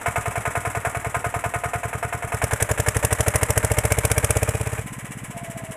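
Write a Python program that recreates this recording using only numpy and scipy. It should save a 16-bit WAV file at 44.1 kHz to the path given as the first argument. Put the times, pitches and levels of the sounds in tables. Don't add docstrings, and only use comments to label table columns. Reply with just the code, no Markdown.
import sys
import numpy as np
from scipy import signal
from scipy.fft import rfft, irfft
from scipy.io import wavfile
from scipy.ndimage import uniform_filter1d

SR = 44100
rng = np.random.default_rng(int(sys.argv[2]) if len(sys.argv) > 2 else 0)


def how_loud(loudness_db):
    steps = np.asarray(loudness_db, float) / 20
    return 10 ** steps


def log_audio(samples):
    frames = np.atleast_2d(samples).T
    limited = np.clip(frames, -1, 1)
    pcm = np.round(limited * 32767).astype(np.int16)
    wavfile.write(sys.argv[1], SR, pcm)


N = 254016
T = np.arange(N) / SR


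def unit(x):
    return x / np.sqrt(np.mean(x ** 2))


def colour(x, points):
    hz, db = np.transpose(points)
    f = np.maximum(np.fft.rfftfreq(N, 1 / SR), 1)
    return irfft(rfft(x) * how_loud(np.interp(np.log(f), np.log(hz), db)), N)


def beats(turn, place, scatter_db, jitter_ms):
    cycles = np.arange(-1, 80)
    size, lateness = rng.uniform(-1.7, 1.7, (2, len(cycles)))
    at = np.interp(cycles + place, turn, np.arange(N), -SR, -SR) + lateness * jitter_ms * SR / 1000
    inside = (at >= 0) & (at < N)
    pulses = np.zeros(N)
    pulses[at[inside].astype(int)] = how_loud(scatter_db * size[inside])
    return pulses


def burst(pulses, decay_ms, rise_ms):
    t = np.arange(SR // 8) * 1000 / SR
    shape = (1 - np.exp(-t / rise_ms)) * np.exp(-t / decay_ms)
    return signal.fftconvolve(pulses, shape)[:N]


def grit(spread_db):
    grains = np.repeat(rng.standard_normal(N // 32 + 1), 32)[:N]
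    return rng.standard_normal(N) * how_loud(spread_db * grains)


def ring(hits, hz, t60):
    pole = np.exp(2j * np.pi * hz / SR - np.log(1000) / (t60 * SR))
    return signal.lfilter([1], [1, -pole], hits).imag


def controls(hz):
    # (time [s], pressure [dB])
    throttle = [
        (0, -18),
        (2.24, -20),
        (2.35, -15.5),
        (2.44, -12),
        (3.4, -10.5),
        (4.43, -11),
        (4.58, -14.5),
        (4.79, -17.5),
        (4.87, -29),
        (5.76, -27),
    ]
    idle_db, idle_hz = -19.5, 10.2
    distance_m, walk_m_s = 5.14, 0.9
    pressure_db = np.interp(T, *np.transpose(throttle))
    load_db, faster = pressure_db - idle_db, hz - idle_hz
    away_db = -20 * np.log10(1 + walk_m_s * T / distance_m)
    easing_db = pressure_db - np.maximum.accumulate(pressure_db)
    knock_db = -20 + 0.49 * away_db - 0.84 * faster + easing_db
    clatter_db = -31 + away_db + 0.26 * faster + 0.4 * np.maximum(load_db, 0)
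    jet_db = np.minimum(-44 + 3.33 * load_db, -16.5)
    return pressure_db, knock_db, clatter_db, jet_db


def chamber_rings(pulses, pressure_db, chambers):
    t, lead, out = np.arange(SR // 8) * 1000 / SR, SR // 50, 0
    for hz, db, start_ms, swell_ms, sign, growth in chambers:
        u = np.maximum(t - 1000 * lead / SR - start_ms, 0)
        swell = (u / swell_ms / 2) ** 2 * np.exp(2 - u / swell_ms)
        response = sign * swell * np.sin(2 * np.pi * hz * u / 1000)
        driven = pulses * how_loud(db + growth * pressure_db)
        out = out + signal.fftconvolve(driven, response)[lead:lead + N]
    return out


def exhaust(turn, pressure_db, fired):
    # (frequency [Hz], level [dB], start [ms], swell [ms], sign, growth with pressure [dB per dB])
    firing_pipe = [(113.7, -1, -9.5, 3.15, -0.8, 0.78), (65.3, -11.5, -7.5, 0.88, 0.81, 2.82),
                   (111, -15, 17, 1.42, -1.3, 0.24), (454, -15.5, -8, 4.14, 0.64, 0.55),
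                   (566, -14, -5, 2.14, 1, 1.64), (267, -15.5, -7, 0.62, 1, 0.19),
                   (94, -22.5, 45, 2.4, 0.9, 0.33), (202.5, -22.5, -4, 2.3, 0.72, 2)]
    coasting_pipe = [(127, -10, -15.5, 2.8, 1, 0.72), (171, -0.5, 1.5, 1.35, 0.83, 0.73),
                     (60, -29, 1, 6, 0.9, 1)]
    gas_fronts = [
        (500, -6, -12.5, .45, 1, 1.5),
        (555, 0, -6, .5, 1, 1.6),
    ]
    pressure_db = pressure_db + 16
    puffs = beats(turn, 0, scatter_db=-0.4, jitter_ms=0.052)
    thump = how_loud(-13.0) * chamber_rings(puffs * fired, pressure_db, firing_pipe)
    breath = how_loud(-10.5) * chamber_rings(puffs * ~fired, pressure_db, coasting_pipe)
    return thump + breath + how_loud(-19.5) * chamber_rings(puffs * fired, pressure_db, gas_fronts)


def rap(firings, knock, knock_ms, pulling):
    first = np.zeros(N)
    first[0] = 1
    pattern = (burst(first, knock_ms, rise_ms=1.0) * grit(1.95))[:SR // 8]
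    same = np.clip(0.68 + (0.31 - 0.68) * pulling, 0, 1)
    repeated = signal.fftconvolve(firings, pattern)[:N]
    return np.sqrt(same) * repeated + np.sqrt(1 - same) * knock * grit(1.5)


def combustion(turn, knock_db, fired, pulling):
    knock_ms = 17.4
    firings = beats(turn + 0.0287 * pulling, -0.29, scatter_db=1.4, jitter_ms=0.39) * fired * how_loud(knock_db)
    knock = burst(firings, knock_ms, rise_ms=3.0)
    strikes = np.roll(firings, int(0.004007 * SR)) + 0.83 * np.roll(firings, int(0.0095 * SR))
    blows = how_loud(29.0) * uniform_filter1d(strikes, size=9)
    return knock, blows, rap(firings, knock, knock_ms, pulling)


def clatter(turn, clatter_db, fired):
    # (place [cycles], block level [dB], hiss level [dB], decay [ms])
    valves = [
        (-.05, 9, 6.5, 2.3),
        (0.211, -1, -2, 13.7),
        (0.352, -10.5, -9, 6.4),
        (.52, -1.5, -23, 4.9),
    ]
    coast_puff = (0.095, -4, -1, 8)
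    body = hiss = 0
    for place, block_db, hiss_db, decay_ms in list(valves) + [coast_puff]:
        active = 1
        if place == coast_puff[0]:
            active = ~fired
        elif place < 0:
            active = fired
        taps = beats(turn, place, scatter_db=1.6, jitter_ms=1.3) * active
        tap = burst(taps, decay_ms, rise_ms=1.93) * how_loud(clatter_db)
        body = body + how_loud(block_db) * tap
        hiss = hiss + how_loud(hiss_db) * tap
    return body, hiss


def spit(turn, hz, jet_db, fired):
    spits = beats(turn + 0.0038 * hz, 0, scatter_db=2.04, jitter_ms=0.55) * fired * how_loud(jet_db)
    crack = burst(spits, decay_ms=2.3, rise_ms=2.2)
    return crack + how_loud(-17) * burst(spits, decay_ms=6.9, rise_ms=0.45)


def block(push, blows, state):
    # (frequency [Hz], idling level [dB], pulling level [dB], coasting level [dB], t60 [s])
    panels = [(430, -15, -16.5, -27, 0.1), (622.6, -33, 14, -16, 0.061), (708, 4, -6, -5, 0.17),
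              (766.6, 7, -22, -17, 0.079), (947, 3.5, -3, -29, 0.048), (1034, -1.5, -8, 4, 0.2),
              (1254, 4.5, -6, -17, 0.1), (1397.5, 1, -40, -26, 0.13), (1477, 4, -12, -23, 0.085),
              (1677, -6.5, -10, -2, 0.15), (1881, -0.5, -6, -41, 0.09), (2000, -5, -3.5, 6, 0.086),
              (2303, 9, 5.5, 12.5, 0.025), (2630, 2, -41, -4, 0.049)]
    # (frequency [Hz], density [dB per Hz])
    firing_body = [(180, -55), (300, -48.5), (372, -41), (480, -28), (640, -4.5), (861, -3.5), (1820, -3.5),
                   (1970, -7.5), (2200, -4.5), (4500, -31), (5850, -37), (9900, -120)]
    coasting_body = [(180, -17), (300, 3.5), (344, -23), (372, -40), (804, -22), (1570, -30), (1700, -8.5),
                     (2890, -5.5), (4500, -30), (5850, -55), (9900, -120)]
    modes = 0
    for hz, idle_db, pull_db, coast_db, t60 in panels:
        gain = how_loud(np.array([idle_db, pull_db, coast_db]) @ state)
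        modes = modes + ring(gain * (push + blows), hz, t60)
    coasting = state[2]
    broad = colour(push * (1 - coasting), firing_body) + how_loud(-2.0) * colour(push * coasting, coasting_body)
    modes = colour(modes, [(200, -30), (420, 4)])
    return unit(unit(broad) + how_loud(-1.5) * unit(modes))


def tines(clatter_db):
    # (frequency [Hz], density [dB per Hz])
    tine_colour = [(59, -74), (100, 15), (139, -9), (265, 2.5), (375, 1.5), (1010, -1), (1280, -2.5),
                   (1960, 0), (2950, -10.5), (4300, -27.5), (5590, -73), (9460, -120)]
    return unit(colour(grit(1.4), tine_colour)) * how_loud(-42 + clatter_db + 34)


def treble(envelope, points):
    mid, side = (colour(envelope * grit(1.77), points) / np.std(colour(rng.standard_normal(N), points))
                 for _ in range(2))
    side = how_loud(-12) * colour(side, [(3500, -80), (4300, -84), (5000, -15), (9000, 1.8)])
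    return np.array([mid + side, mid - side])


def ticks(shake):
    # (frequency [Hz], level [dB], t60 [s])
    tinware = [(5570, -8.5, .012), (7200, -1, 0.013), (8350, 1, .015), (9700, -2, 0.011),
               (10160, -25, 0.011), (11040, -1, .012), (13400, -22, .012)]
    ticks_per_s, out = 70, 0
    for hz, db, t60 in tinware:
        chance, softness = rng.random((2, N))
        hits = (chance < ticks_per_s / SR) * how_loud(db - 30 * softness)
        out = out + ring(hits * shake, hz, t60)
    return how_loud(1.5) * out


def rattle(shake, jet):
    # (frequency [Hz], density [dB per Hz])
    tin_hiss = [(1880, -1), (3200, -11.5), (4010, -17), (4360, -21), (6860, -6.5), (7960, 1.5), (8600, -5),
                (9790, -0.5), (13400, -15.5), (14330, -11), (14480, -70)]
    return how_loud(-1.5) * treble(shake, tin_hiss) + ticks(shake + how_loud(15.0) * jet)


def jet_hiss(jet):
    # (frequency [Hz], density [dB per Hz])
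    jet_colour = [(1530, -61), (2600, -2), (4280, -18), (5300, -6.5), (9590, 2), (12700, -9), (14330, -11),
                  (14480, -48), (15000, -39)]
    return treble(how_loud(8.5) * jet, jet_colour)


def mesh(turn, shake):
    # (teeth met per firing [count], level [dB], width [Hz])
    timing_gears = [(59, -45, 90), (147, -35, 260)]
    out = 0
    for order, db, width_hz in timing_gears:
        rough = unit(uniform_filter1d(rng.standard_normal(N), int(SR / width_hz)))
        out = out + how_loud(db) * rough * np.sin(2 * np.pi * order * turn)
    return out * shake


def whine(turn):
    teeth_per_firing, start_s, rise_s = 45.6, 5.31, 0.04
    waver = unit(uniform_filter1d(rng.standard_normal((2, N)), SR // 60, axis=1))
    onset = np.clip((T - start_s) / rise_s, 0, 1)
    level_db = -39 + 2.5 * waver[0] + 2.5 * np.cos(2 * np.pi * turn)
    return onset * how_loud(level_db) * np.sin(2 * np.pi * teeth_per_firing * turn + 0.8 * waver[1])


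def scene():
    # (time [s], firing rate [firings per s])
    speed = [(0.0, 10.1435), (1.0, 10.1356), (1.7, 10.201), (2.33, 10.2399), (2.5, 10.7421), (2.8, 11.7039),
             (3.2, 12.9405), (3.6, 14.0851), (4.0, 15.2487), (4.3, 16.005), (4.55, 16.5753), (4.8, 16.554),
             (5.05, 16.0613), (5.3, 15.322), (5.76, 14.0617)]
    # (frequency [Hz], level [dB])
    low_dips = [(30, -18), (48, -3.5), (60, 1.5), (335, -2.5), (372, -16), (410, 0.5), (485, 2.5), (522, -6),
                (550, 0)]
    start_turn, fuel_cut_s = -0.8873, 4.82
    hz = np.interp(T, *np.transpose(speed))
    turn = start_turn + np.cumsum(hz) / SR
    pressure_db, knock_db, clatter_db, jet_db = controls(hz)
    fired = T < fuel_cut_s
    pulling = fired * np.clip((hz - 10.3) / 0.76, 0, 1)
    state = np.array([fired - pulling, pulling, 1 - fired])

    thump = exhaust(turn, pressure_db, fired)
    knock, blows, knock_push = combustion(turn, knock_db, fired, pulling)
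    body, hiss = clatter(turn, clatter_db, fired)
    jet = spit(turn, hz, jet_db, fired)

    push = how_loud(6.0) * knock_push + (how_loud(5) * body + how_loud(4.5) * jet) * grit(2.5)
    casting = np.sqrt(np.mean(push ** 2)) * how_loud(-3.0) * block(push, blows, state)
    gears = mesh(turn, pulling * unit(knock + how_loud(1.0) * jet))
    mono = colour(thump + casting + tines(clatter_db) + gears, low_dips) + whine(turn)
    shake = how_loud(-8 + 6.0 * pulling) * knock + hiss + how_loud(clatter_db - 15.5)
    return mono + rattle(shake, jet) + jet_hiss(jet)


def band_limit(x):
    return signal.sosfilt(signal.butter(12, 15470, fs=SR, output="sos"), x)


def record(dry):
    # (frequency [Hz], level [dB])
    port_dip = [(4100, 0), (4400, -5), (4700, 0)]
    mid, side = (dry[0] + dry[1]) / 2, (dry[0] - dry[1]) / 2
    mid = colour(np.tanh(1.278 * mid) / 1.301, port_dip)
    top = signal.ellip(8, 0.2, 70, 14750, fs=SR, output="sos")
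    mix = signal.sosfilt(top, [mid + side, mid - side])
    return band_limit(mix)


dry = scene()
out = record(dry)
log_audio(out)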